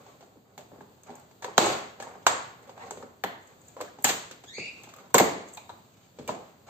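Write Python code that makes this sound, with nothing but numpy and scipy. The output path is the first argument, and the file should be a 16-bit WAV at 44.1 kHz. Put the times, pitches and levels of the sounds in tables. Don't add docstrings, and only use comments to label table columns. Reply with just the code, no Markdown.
import sys
import numpy as np
from scipy import signal
from scipy.fft import rfft, irfft, next_fast_len
from scipy.io import wavfile
from scipy.ndimage import uniform_filter1d, minimum_filter1d, map_coordinates

SR = 44100
rng = np.random.default_rng(int(sys.argv[2]) if len(sys.argv) > 2 else 0)


def wrap_up_sound(samples):
    columns = np.atleast_2d(samples).T
    tamed = np.clip(columns, -1, 1)
    steps = np.round(tamed * 32767).astype(np.int16)
    wavfile.write(sys.argv[1], SR, steps)


def invert_db(level):
    return 10 ** (np.asarray(level, dtype=float) / 20)


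N = 295029
LENGTH = 2048

# f/Hz, width/Hz, level/dB
DOOR_MODES = [(112, 49, -5.5), (188.7, 4.7, 5.5), (255.2, 21, 1), (335, 18, -8), (412, 23, 1)]
# f/Hz, width/Hz, level/dB
TRIM_MODES = [(504, 170, -2), (625, 107, 2.5), (770, 86, 2), (1080, 156, 2), (1185, 340, -2.5),
              (2180, 810, -16)]
# f/Hz, level/dB
CRACK_COLOUR = [(700, -1), (1300, 4.5), (2500, 1.5), (4500, 1), (6000, -2.5), (9000, -12), (12000, -16.5),
                (16000, -19)]


def unit(x):
    return x / np.sqrt(np.mean(np.abs(x) ** 2) + 1e-20)


def peak_one(x):
    return x / np.abs(x).max(axis=-1, keepdims=True)


def along(points, hz):
    f, v = np.transpose(points)
    return np.interp(np.log(hz + 1), np.log(f + 1), v)


def curves(rows, outside):
    s, *cols = np.transpose(rows)
    return [np.interp(np.arange(N) / SR, s, c, outside, outside) for c in cols]


def wobble(rate):
    knots = rng.standard_normal(int(N * rate / SR) + 4)
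    return map_coordinates(knots, [np.arange(N) * rate / SR])


def filtered(x, response):
    n = x.shape[-1]
    m = next_fast_len(n + 1024, True)
    return irfft(rfft(x, m) * response(np.fft.rfftfreq(m, 1 / SR)), m)[..., :n]


def resonance(f, hz, width):
    return 1j * f * width / (hz * hz - f * f + 1j * f * width)


def body(modes):
    return lambda f: sum((-1) ** k * invert_db(db) * resonance(f, hz, w) for k, (hz, w, db) in enumerate(modes))


def spread(pair):
    # f/Hz, left-right likeness -1 to 1
    alike = [(30, 0.85), (60, 0.85), (130, 0.93), (290, 0.76), (640, 0.38), (1400, -0.25), (5000, 0.13),
             (15000, 0.02)]
    turn = lambda f: np.arccos(np.clip(along(alike, f), -1, 1)) / 2
    mid, side = filtered(pair, lambda f: np.sqrt(2) * np.array([np.cos(turn(f)), np.sin(turn(f))]))
    return np.array([mid + side, mid - side]) / np.sqrt(2)


def strokes(rows):
    build_up_db, fade_db_s = 12.5, 140
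    s, build, *db = np.transpose(rows)[:, :, None]
    t = np.arange(0, N, 64) / SR
    ahead = (s - t) / np.clip(build, .002, 1)
    rise = invert_db(-build_up_db * np.abs(ahead)) * (ahead < 1)
    fall = invert_db(-fade_db_s * np.abs(t - s))
    shape = np.where(ahead > 0, rise, fall)
    return [np.interp(np.arange(N) / SR, t, np.sum(invert_db(d) * shape, axis=0)) for d in db]


def burst(s, life, colour):
    t = np.arange(LENGTH) / SR
    noise = rng.standard_normal((len(s), 3, len(t))).swapaxes(0, 1)
    ports = (noise[0] + 0.72 * noise[1:]) * (1 - np.exp(-t / 0.000083)) * np.exp(-t / life)
    ports = filtered(ports, colour)
    ports = ports / np.abs(ports).max(axis=(0, 2), keepdims=True)
    even = filtered(1. * (np.arange(len(t)) == 64), colour)
    even = even / np.linalg.norm(even) * np.linalg.norm(ports[0], axis=1, keepdims=True)
    return np.array([*ports, even])


def place(s, rows):
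    spots = 4
    at = np.round(s * SR).astype(int) + np.arange(rows.shape[-1])
    spot = np.argsort(np.argsort(s[:, 0])) % spots
    add_up = lambda r, take: np.bincount(at[take].ravel(), r[take].ravel(), N + rows.shape[-1])[:N]
    direct = [add_up(r, spot >= 0) for r in rows[:2]]
    return np.array(direct + [add_up(rows[2], spot == k) for k in range(spots)])


def background():
    # f/Hz, level/dB per Hz
    hum = [(15, -35.5), (25, 7.5), (43, -1), (103, 13), (307, 1.5), (421, 0.5), (812, -4), (2150, -16.5),
           (4570, -13.5), (5290, -17.5), (7440, -22.5), (8400, -23.5), (10900, -48), (18500, -120)]
    # f/Hz, level/dB per Hz
    hiss = [(11500, -22.5), (15500, -19)]
    air = filtered(rng.standard_normal((2, N)), lambda f: invert_db(along(hum[:-2] + hiss, f)))
    drift_db = 1.1 * wobble(5) + .7 * wobble(13)
    return invert_db(-57.5 + drift_db) * unit(spread(air))


def garage(x, gap=.003):
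    # f/Hz, t60/s
    t60 = [(100, 0.58), (260, 0.56), (700, 0.53), (1840, 0.6), (4850, 0.54), (12800, 0.31)]
    size, long = 14000, 28000
    out = np.zeros((2, N + 2 * SR))
    hz, t, z = signal.stft(rng.standard_normal((N // size + 1, 2, long)), SR, nperseg=256)
    tails = signal.istft(z * invert_db(-60 * t / along(t60, hz)[:, None]), SR, nperseg=256)[1]
    tails = tails * (1 - np.exp(-np.arange(tails.shape[-1]) / SR / 0.00022))
    tails = tails / np.linalg.norm(tails, axis=2, keepdims=True)
    late = round(gap * SR)
    for k in range(len(tails)):
        own = tails[(k + np.arange(len(x))) % len(tails)]
        wet = signal.fftconvolve(x[:, None, k * size:(k + 1) * size], own, axes=2).sum(axis=0)
        out[:, k * size + late:][:, :wet.shape[1]] += wet
    return spread(out[:, :N])


def swishes():
    # t/s of the strongest pull, build-up/s, level/dB
    brushes = [
        (0.23, 0.045, -84),
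        (1.2, 0.056, -84),
        (3.435, 0.042, -65.5),
        (3.65, 0.071, -66),
        (3.72, 0.032, -76),
        (4.088, 0.022, -49),
        (5.535, 0.1, -61),
    ]
    # f/Hz, level/dB
    sleeve = [(5200, -25), (6300, -8.5), (7400, -4), (8000, -10), (9000, -18.5)]
    cloth = rng.standard_normal(N) * invert_db(8.7 * wobble(180))
    return strokes(brushes)[0] * unit(filtered(cloth, lambda f: invert_db(along(sleeve, f))))


def rubbing():
    # t/s of the strongest pull, build-up/s, rub level/dB, rustle level/dB
    pulls = [(0.0, .05, -54.5, -63), (0.098, 0.093, -58.5, -55), (0.235, 0.054, -57, -72),
             (0.5, 0.063, -61, -90), (0.758, 0.049, -54.5, -85), (1.07, 0.0077, -48, -53.5),
             (1.2, 0.23, -58, -59), (1.42, 0.0042, -46.5, -69.5), (1.625, 0.052, -30, -26.5),
             (1.665, 0.043, -26.5, -28), (2.03, 0.045, -41.5, -53), (2.09, 0.043, -50.5, -64),
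             (2.22, 0.11, -61.5, -65.5), (2.7, 0.34, -55, -66), (2.844, 0.087, -45.5, -49.5),
             (2.91, 0.0053, -55, -78), (3.03, 0.02, -54, -72.5), (3.518, 0.13, -57.5, -58.5),
             (3.7, 0.096, -66, -57), (3.824, 0.056, -55, -50.5), (4.03, 0.058, -60, -56),
             (4.62, 0.051, -69, -65), (4.78, 0.19, -62, -52), (5.05, 0.25, -52.5, -58),
             (5.41, 0.041, -48, -61), (5.49, 0.03, -69, -51.5), (5.8, 0.19, -82.5, -64),
             (6.044, 0.21, -72.5, -57), (6.204, 0.035, -62.5, -52), (6.5, 0.12, -60, -58),
             (6.69, 0.024, -42, -45)]
    heavy = rng.standard_normal(N) * invert_db(3.4 * wobble(70))
    fine = rng.standard_normal(N) * invert_db(2.6 * wobble(140))
    heavy = unit(filtered(heavy, lambda f: body(TRIM_MODES)(f) + body(DOOR_MODES)(f)))
    fine = unit(filtered(fine, lambda f: invert_db(along(CRACK_COLOUR, f))))
    rub, rustle = strokes(pulls)
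    return invert_db(-2.5) * rub * heavy + invert_db(-8.0) * rustle * fine


def squeaks():
    # t/s, slip rate f/Hz, level/dB
    slips = [
        [(2.775, 813, -67), (2.8, 870, -57), (2.83, 1037, -49.5), (2.86, 1050, -68)],
        [(4.46, 1643, -77), (4.49, 1760, -61.5), (4.53, 1953, -56.5), (4.57, 2250, -45), (4.61, 2450, -41.5),
         (4.65, 2506, -39.5), (4.69, 2640, -40), (4.72, 2646, -58), (4.93, 2765, -68)],
    ]
    # f/Hz, level/dB
    thinnings = [
        [(800, -2), (1100, -5)],
        [(1700, 19), (2250, 5.5), (2450, 0), (2750, -6)],
    ]
    # f/Hz, level/dB
    edge = [(700, 8), (2850, 3), (3100, -26), (3350, -5), (4500, -1.5), (4950, -5.5), (5300, -14),
            (6000, -11), (6600, -7.5), (7500, -21.5), (8500, -18.5), (12000, -13)]
    wander, press = 0.139, .3
    out = np.zeros(N)
    scrape = unit(filtered(rng.standard_normal(N), lambda f: resonance(f, 3800, 900) ** 2 + 0.084))
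    for rows, thinning in zip(slips, thinnings):
        hz, db = curves(rows, -200)
        over_db = along(thinning, np.abs(hz))
        unsteady = wander * invert_db(press * (db - db.max()))
        phase = 2 * np.pi * np.cumsum(hz * (1 + unsteady * np.tanh(wobble(600)))) / SR
        over = np.sin(2 * phase) + invert_db(-5) * np.sin(3 * phase) + invert_db(-4) * np.sin(4 * phase)
        flutter_db = 2.2 * wobble(250)
        tone = np.sin(phase) + invert_db(over_db) * over
        out += invert_db(db + flutter_db) * (tone + 1.8 * unsteady * scrape)
    return filtered(out, lambda f: invert_db(along(edge, f)))


def pings():
    # t/s, level/dB, f/Hz, life/ms
    tongues = [
        (5.181, -26, 13660, 11),
        (2.2665, -17.5, 2400, 2.3),
        (5.182, -21, 4600, 3),
        (3.2378, -20, 4200, 1),
        (0.358, -48, 420, 8),
        (2.82, -50, 2000, 4),
        (4.0445, -29, 9900, 5),
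        (2.268, -25, 7500, 5.6),
        (5.1455, -25.5, 7700, 3.4),
    ]
    s, db, hz, ms = np.transpose(tongues)[:, :, None]
    t = np.arange(LENGTH) / SR
    ring = invert_db(db) * np.sin(2 * np.pi * hz * t) * np.exp(-t * 1000 / ms) * (1 - np.exp(-t / .0006))
    return place(s, np.array([ring, ring, invert_db(-3) * ring]))


def ticks():
    # t/s, peak of the top level/dB, peak of the lower sizzle level/dB
    releases = [(0.579, -44, -53), (1.034, -55, -53), (1.154, -53, -50.5), (1.197, -53, -58),
                (1.422, -56, -52.5), (1.445, -45, -60.5), (1.5793, -25, -22), (1.9998, -68, -58),
                (2.0246, -56, -44), (2.269, -34.5, -22.5), (2.6254, -67, -61), (2.9085, -51, -38.5),
                (3.238, -32.5, -56), (3.811, -40.5, -42), (4.024, -44, -52), (4.04, -28, -46.5),
                (4.0437, -12.5, -19), (4.047, -27, -31), (4.082, -31, -29.5), (4.0896, -31, -50),
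                (4.312, -61, -52), (4.8347, -49.5, -51), (4.964, -50, -54), (5.1437, -16, -17.5),
                (5.1813, -19, -19.5), (5.1843, -20.5, -21.5), (5.199, -31, -28), (1.777, -49, -62),
                (4.938, -51, -58), (1.659, -51.5, -33), (5.5708, -46.5, -51.5), (6.277, -41, -42)]
    # f/Hz, level/dB
    tip_colour = [(8500, -49.5), (11500, -2.5), (13700, -3.5), (16000, -3)]
    # f/Hz, level/dB
    sizzle_colour = [(4500, -33.5), (6200, -9), (7500, -8.5), (8300, -12), (9500, -15.5), (12000, -37.5)]
    s, db, sizzle_db = np.transpose(releases)[:, :, None]
    tip = invert_db(db + 7.5) * burst(s, 0.0018, lambda f: invert_db(along(tip_colour, f)))
    sizzle = invert_db(sizzle_db + 6.0) * burst(s, 0.0021, lambda f: invert_db(along(sizzle_colour, f)))
    return place(s, tip + sizzle)


def contacts():
    # t/s, peak level/dB, trim ring f/Hz, crack level/dB, life/ms
    snaps = [(1.579, -9.5, 950, -8.5, 2.5), (3.2415, -22.5, 700, -16, 0.35), (4.044, -21, 840, -1, 3.8),
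             (4.0478, -19.5, 1000, -1.5, 3.6), (4.069, -22.5, 815, -7, 19), (4.089, -25.5, 760, 1, 7.5),
             (5.1435, -14.5, 1500, -5, 2.1), (5.15, -9.5, 1030, -10, 2.4), (5.1575, -15.5, 518, -32.5, 4.5),
             (5.2, -10, 694, -15, 3.6), (5.2066, -5.5, 570, -37, 2.7), (6.2905, -24, 996, -23, 7.2),
             (6.292, -18.5, 620, -25, 6.6)]
    clicks = [(0.064, -44, 845, -18, 6.2), (1.312, -53, 686, -6, 2.3), (1.444, -32.5, 616, -1.5, 1.9),
              (2.0, -32.5, 790, -10.5, 7.6), (2.266, -6.5, 1450, -8, 0.89), (2.273, -15.5, 800, -28.5, 1.7),
              (2.778, -38, 745, -16, 1), (2.909, -29, 830, -9.5, 2.4), (3.2378, -18.5, 1780, -18, 1.7),
              (3.766, -35.5, 506, -23, 8.9), (3.767, -35, 990, -27, 4.6), (3.793, -38, 565, -25, 7.3),
              (3.8045, -28.5, 536, -20, 4.1), (3.811, -27, 1090, -10.5, 3.3),
              (4.938, -41.5, 1150, -7.5, 2.5), (4.985, -43, 1230, -11.5, 9), (5.572, -39.5, 875, -5, 3.2),
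              (5.579, -35.5, 870, -28, 5.8), (5.6935, -33, 937, -20, 4.8), (5.7, -32, 980, -27.5, 1.9),
              (5.707, -49, 895, -24, 3.2), (6.2765, -37, 2350, -4, 11)]
    # t/s, peak level/dB, trim ring f/Hz, crack level/dB
    taps = [(0.591, -39, 595, -32), (1.034, -63, 579, 1), (1.423, -38.5, 906, -4.5), (1.456, -35, 504, -24),
            (1.482, -35, 433, -39), (2.0244, -36.5, 1713, -10.5), (2.629, -67.5, 533, 5),
            (2.674, -48, 528, -12), (2.6939, -39, 537, -17.5), (2.869, -45, 695, -9),
            (2.917, -35, 420, -32), (3.004, -42, 477, -24), (3.025, -39.5, 905, -24),
            (3.777, -37.5, 520, -29), (3.793, -43, 1015, -30), (4.889, -48, 675, -3),
            (4.962, -48, 1230, -12), (5.575, -37.5, 2460, -18), (6.283, -31.5, 500, -14)]
    # t/s, peak level/dB, trim ring f/Hz, crack level/dB
    thuds = [(0.208, -45.5, 503, -11), (0.226, -44, 705, -17), (0.607, -48.5, 810, -6),
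             (0.357, -53.5, 454, -43), (0.371, -46, 270, -40), (0.578, -37.5, 800, -7.5),
             (0.718, -41, 557, -33), (0.733, -44, 300, -34), (0.742, -49, 547, -34),
             (0.76, -46.5, 543, -32), (0.787, -44, 262, -28), (0.806, -47.5, 1635, -25),
             (0.809, -37.5, 844, -21.5), (1.075, -53, 640, -18.5), (1.086, -44, 694, -30),
             (1.094, -37.5, 770, -32.5), (1.103, -38.5, 770, -16), (1.115, -41, 590, -33),
             (1.14, -43.5, 790, -28.5), (1.106, -43, 244, -29.5), (2.154, -38.5, 770, -35),
             (2.973, -35.5, 468, -16.5), (3.034, -36.5, 488, -30), (3.987, -38, 820, -19.5),
             (4.311, -40, 520, -3), (4.438, -42, 710, -10), (4.5827, -30.5, 440, -14),
             (4.595, -43, 188, -28), (4.62, -53, 420, -30), (4.665, -52, 150, -28),
             (4.688, -53, 480, -29.5), (4.837, -48, 793, -2), (4.873, -43, 830, -27),
             (6.187, -36, 486, -14), (6.197, -33.5, 193.5, -32.5), (6.21, -37, 170, -34)]
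    rings = [(1.427, -41, 1850, -35, 3.7), (1.433, -40.5, 616, -34.5, 6.9), (1.4445, -29, 1770, -15, 2),
             (1.4455, -29.5, 980, -30, 6.9), (1.446, -31, 475, -29, 4.7), (1.481, -34, 940, -31.5, 7),
             (1.496, -41, 390, -32, 4.6), (1.5797, -4.5, 4060, -9.5, 0.47), (1.5885, -17, 490, -33, 3.6),
             (1.597, -26, 620, -27, 2.4), (1.605, -26, 600, -30, 3.5), (1.614, -32, 900, -15, 3.5),
             (1.628, -21, 341, -30, 16), (1.668, -19, 770, -28, 3), (1.68, -26, 350, -29, 8.8),
             (2.003, -29, 576, -25, 2.6), (2.024, -33, 820, -16, 4), (2.07, -34.5, 854, -20, 4.3),
             (2.2672, -10.5, 1010, -9.5, 4.5), (2.281, -21, 980, -27, 2.8), (2.382, -33, 970, -32, 3),
             (2.694, -36.5, 850, -17, 1.6), (3.026, -35.5, 1230, -17.5, 1.9), (3.043, -38.5, 400, -38, 4.4),
             (3.2393, -19.5, 3300, -22.5, 0.4), (3.2442, -27.5, 636, -27, 1.3),
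             (3.2466, -21, 900, -19, 1.2), (3.805, -34, 1030, -36, 6), (3.8145, -29.5, 500, -35, 6),
             (3.823, -36, 560, -32, 3.4), (3.88, -44, 1650, -32, 3), (4.103, -24.5, 446, -25, 2.4),
             (1.5817, -2.5, 835, -20.5, 0.8), (1.638, -24, 624, -25.5, 5), (4.602, -39.5, 135, -34, 8),
             (5.159, -13.5, 538, -27.5, 5), (5.71, -42, 900, -32, 3), (6.2773, -35, 2900, -25, 1.5),
             (5.1445, -7.5, 1001, -22, 6.4), (5.148, -9, 475, -14, 4.6), (5.1811, -15.5, 2100, -4, 6.8),
             (5.189, -15.5, 2030, -13.5, 2.2), (5.22, -21.5, 318, -27, 4.2), (5.228, -17.5, 640, -30, 4.4),
             (5.573, -38, 3830, -27, 4), (5.585, -43, 866, -32, 4), (5.694, -42, 3880, -25.5, 4.3),
             (6.347, -33.5, 604, -17.5, 4.2)]
    taps = [row + (9.2 * (600 / row[2]) ** .5,) for row in taps]
    thuds = [row + (4.75,) for row in thuds]
    kinds = [(snaps, -12.5, -4.5), (clicks, -36.5, -4.5), (taps, -23, -4.5), (thuds, -8.5, -4.5),
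             (rings, -38.5, -21.5)]
    return np.transpose([row + tuple(shares) for rows, *shares in kinds for row in rows])[:, :, None]


def knocks():
    s, db, hz, crack_db, ms, thump_db, body_db = contacts()
    t = np.arange(LENGTH) / SR
    life = np.clip(ms, .5, 40) / 1000
    blow = t / .00015 * np.exp(-t / 0.000085)
    swell = lambda f: resonance(f, hz, 2.2 * hz)
    struck = lambda f: resonance(f, hz, 0.34 / life) * life / 0.0017
    trim = peak_one(filtered(blow, lambda f: swell(f) * (struck(f) + invert_db(body_db) * body(TRIM_MODES)(f))))
    door = peak_one(filtered(blow, lambda f: body(DOOR_MODES)(f) * resonance(f, 340, 650)))
    trim, door = 0.92 * trim, invert_db(thump_db + 4.0) * door
    crack = invert_db(crack_db + 8.0) * burst(s, 2.28 * life, lambda f: invert_db(along(CRACK_COLOUR, f)))
    smooth = lambda x, size: uniform_filter1d(uniform_filter1d(x, size), size)
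    blur = lambda x, size: np.abs(smooth(np.abs(rfft(x)) ** 2, size))
    power = blur(trim, size=17) + blur(door, size=3) + blur(crack[2], size=3)
    feed = np.roll(irfft(np.sqrt(power)), 200, axis=1)
    return place(s, invert_db(db) * np.array([crack[0] + trim + door, crack[1] + trim + door, feed]))


def scene():
    # f/Hz, depth
    scatter = [(300, 0.24), (900, 0.36), (2000, 0.54), (7000, 0.5)]
    # f/Hz, level/dB
    shadow = [(4000, -1), (6000, 2), (8000, -0.5), (14000, -4)]
    left, right, *feeds = knocks() + ticks() + pings()
    friction = rubbing() + squeaks() + swishes()
    far = invert_db(-4.5) * garage(np.array([feeds[0] + friction, *feeds[1:]])) + background()
    t = np.arange(LENGTH) / SR
    echoes = unit(rfft(rng.standard_normal(LENGTH) * t * np.exp(-t / .002)))
    path = lambda f: np.interp(f, np.fft.rfftfreq(LENGTH, 1 / SR), echoes)
    turn = lambda f: np.array([[1], [-1]]) * along(scatter, f) * path(f)
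    near = filtered(np.array([left, right]), lambda f: np.exp(turn(f)))
    left, right = near + filtered(friction, lambda f: np.exp(1j * 2.6 * turn(f).imag))
    left = np.roll(left, 4)
    left = filtered(left, lambda f: invert_db(0.73 + along(shadow, f)))
    return np.array([left, right]) + far


def thinned(x):
    mask_db, mask_grows, quiet_db = -55, .19, -55
    attack_db, attack_s = 19.5, .008
    treble = np.abs(uniform_filter1d(np.mean(np.diff(x, prepend=0) ** 2, axis=0), size=128)) + 1e-14
    jump = treble > invert_db(2 * attack_db) * np.roll(uniform_filter1d(treble, size=256), 300)
    attack = uniform_filter1d(1. - minimum_filter1d(1. - jump, int(attack_s * SR)), size=128)
    hz, _, z = signal.stft(x * (1 - attack), SR, nperseg=2048)
    level = np.linalg.norm(z, axis=1, keepdims=True)
    limit = invert_db(mask_db) * level * (level / invert_db(quiet_db)) ** mask_grows
    masked = np.abs(uniform_filter1d(np.abs(z) ** 2, size=3, axis=1)) < limit ** 2
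    z = z * ~(masked & (hz[:, None] > 8500))
    return x * attack + signal.istft(z, SR, nperseg=2048)[1][:, :N]


def band_limit(x):
    return signal.sosfilt(signal.butter(12, 16630, fs=SR, output="sos"), x)


def record(dry):
    # f/Hz, level/dB
    tone_curve = [(40, -11), (120, -3), (400, 0.5), (4700, 0.5), (5000, -2), (5700, 0.5), (6500, 6.5), (7400, 9.5),
                  (8450, 4.5), (8750, -11.5), (11450, -11.5), (11650, 0.5), (13700, 3.5), (15450, 2), (15600, -21),
                  (16500, -24.5), (16700, -86)]
    # f/Hz, width/Hz, depth 0-1
    notches = [(4944, 110, 0.4), (5760, 160, 0.7)]
    mesh = lambda f: np.prod([1 - depth * np.abs(resonance(f, hz, w)) for hz, w, depth in notches], axis=0)
    x = filtered(dry, lambda f: invert_db(along(tone_curve, f)) * mesh(f))
    keep = np.exp(-1 / (0.056 * SR))
    power = signal.lfilter([1 - keep], [1, -keep], np.mean(x ** 2, axis=0))
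    x = x * (1 + power / invert_db(-25.5)) ** -.22
    x = x / (1 + np.abs(x / .95) ** 4) ** .25
    x = signal.lfilter(*signal.butter(2, 42 / SR * 2, "high"), x)
    x = thinned(x)
    return band_limit(x)


dry = scene()
out = record(dry)
wrap_up_sound(out)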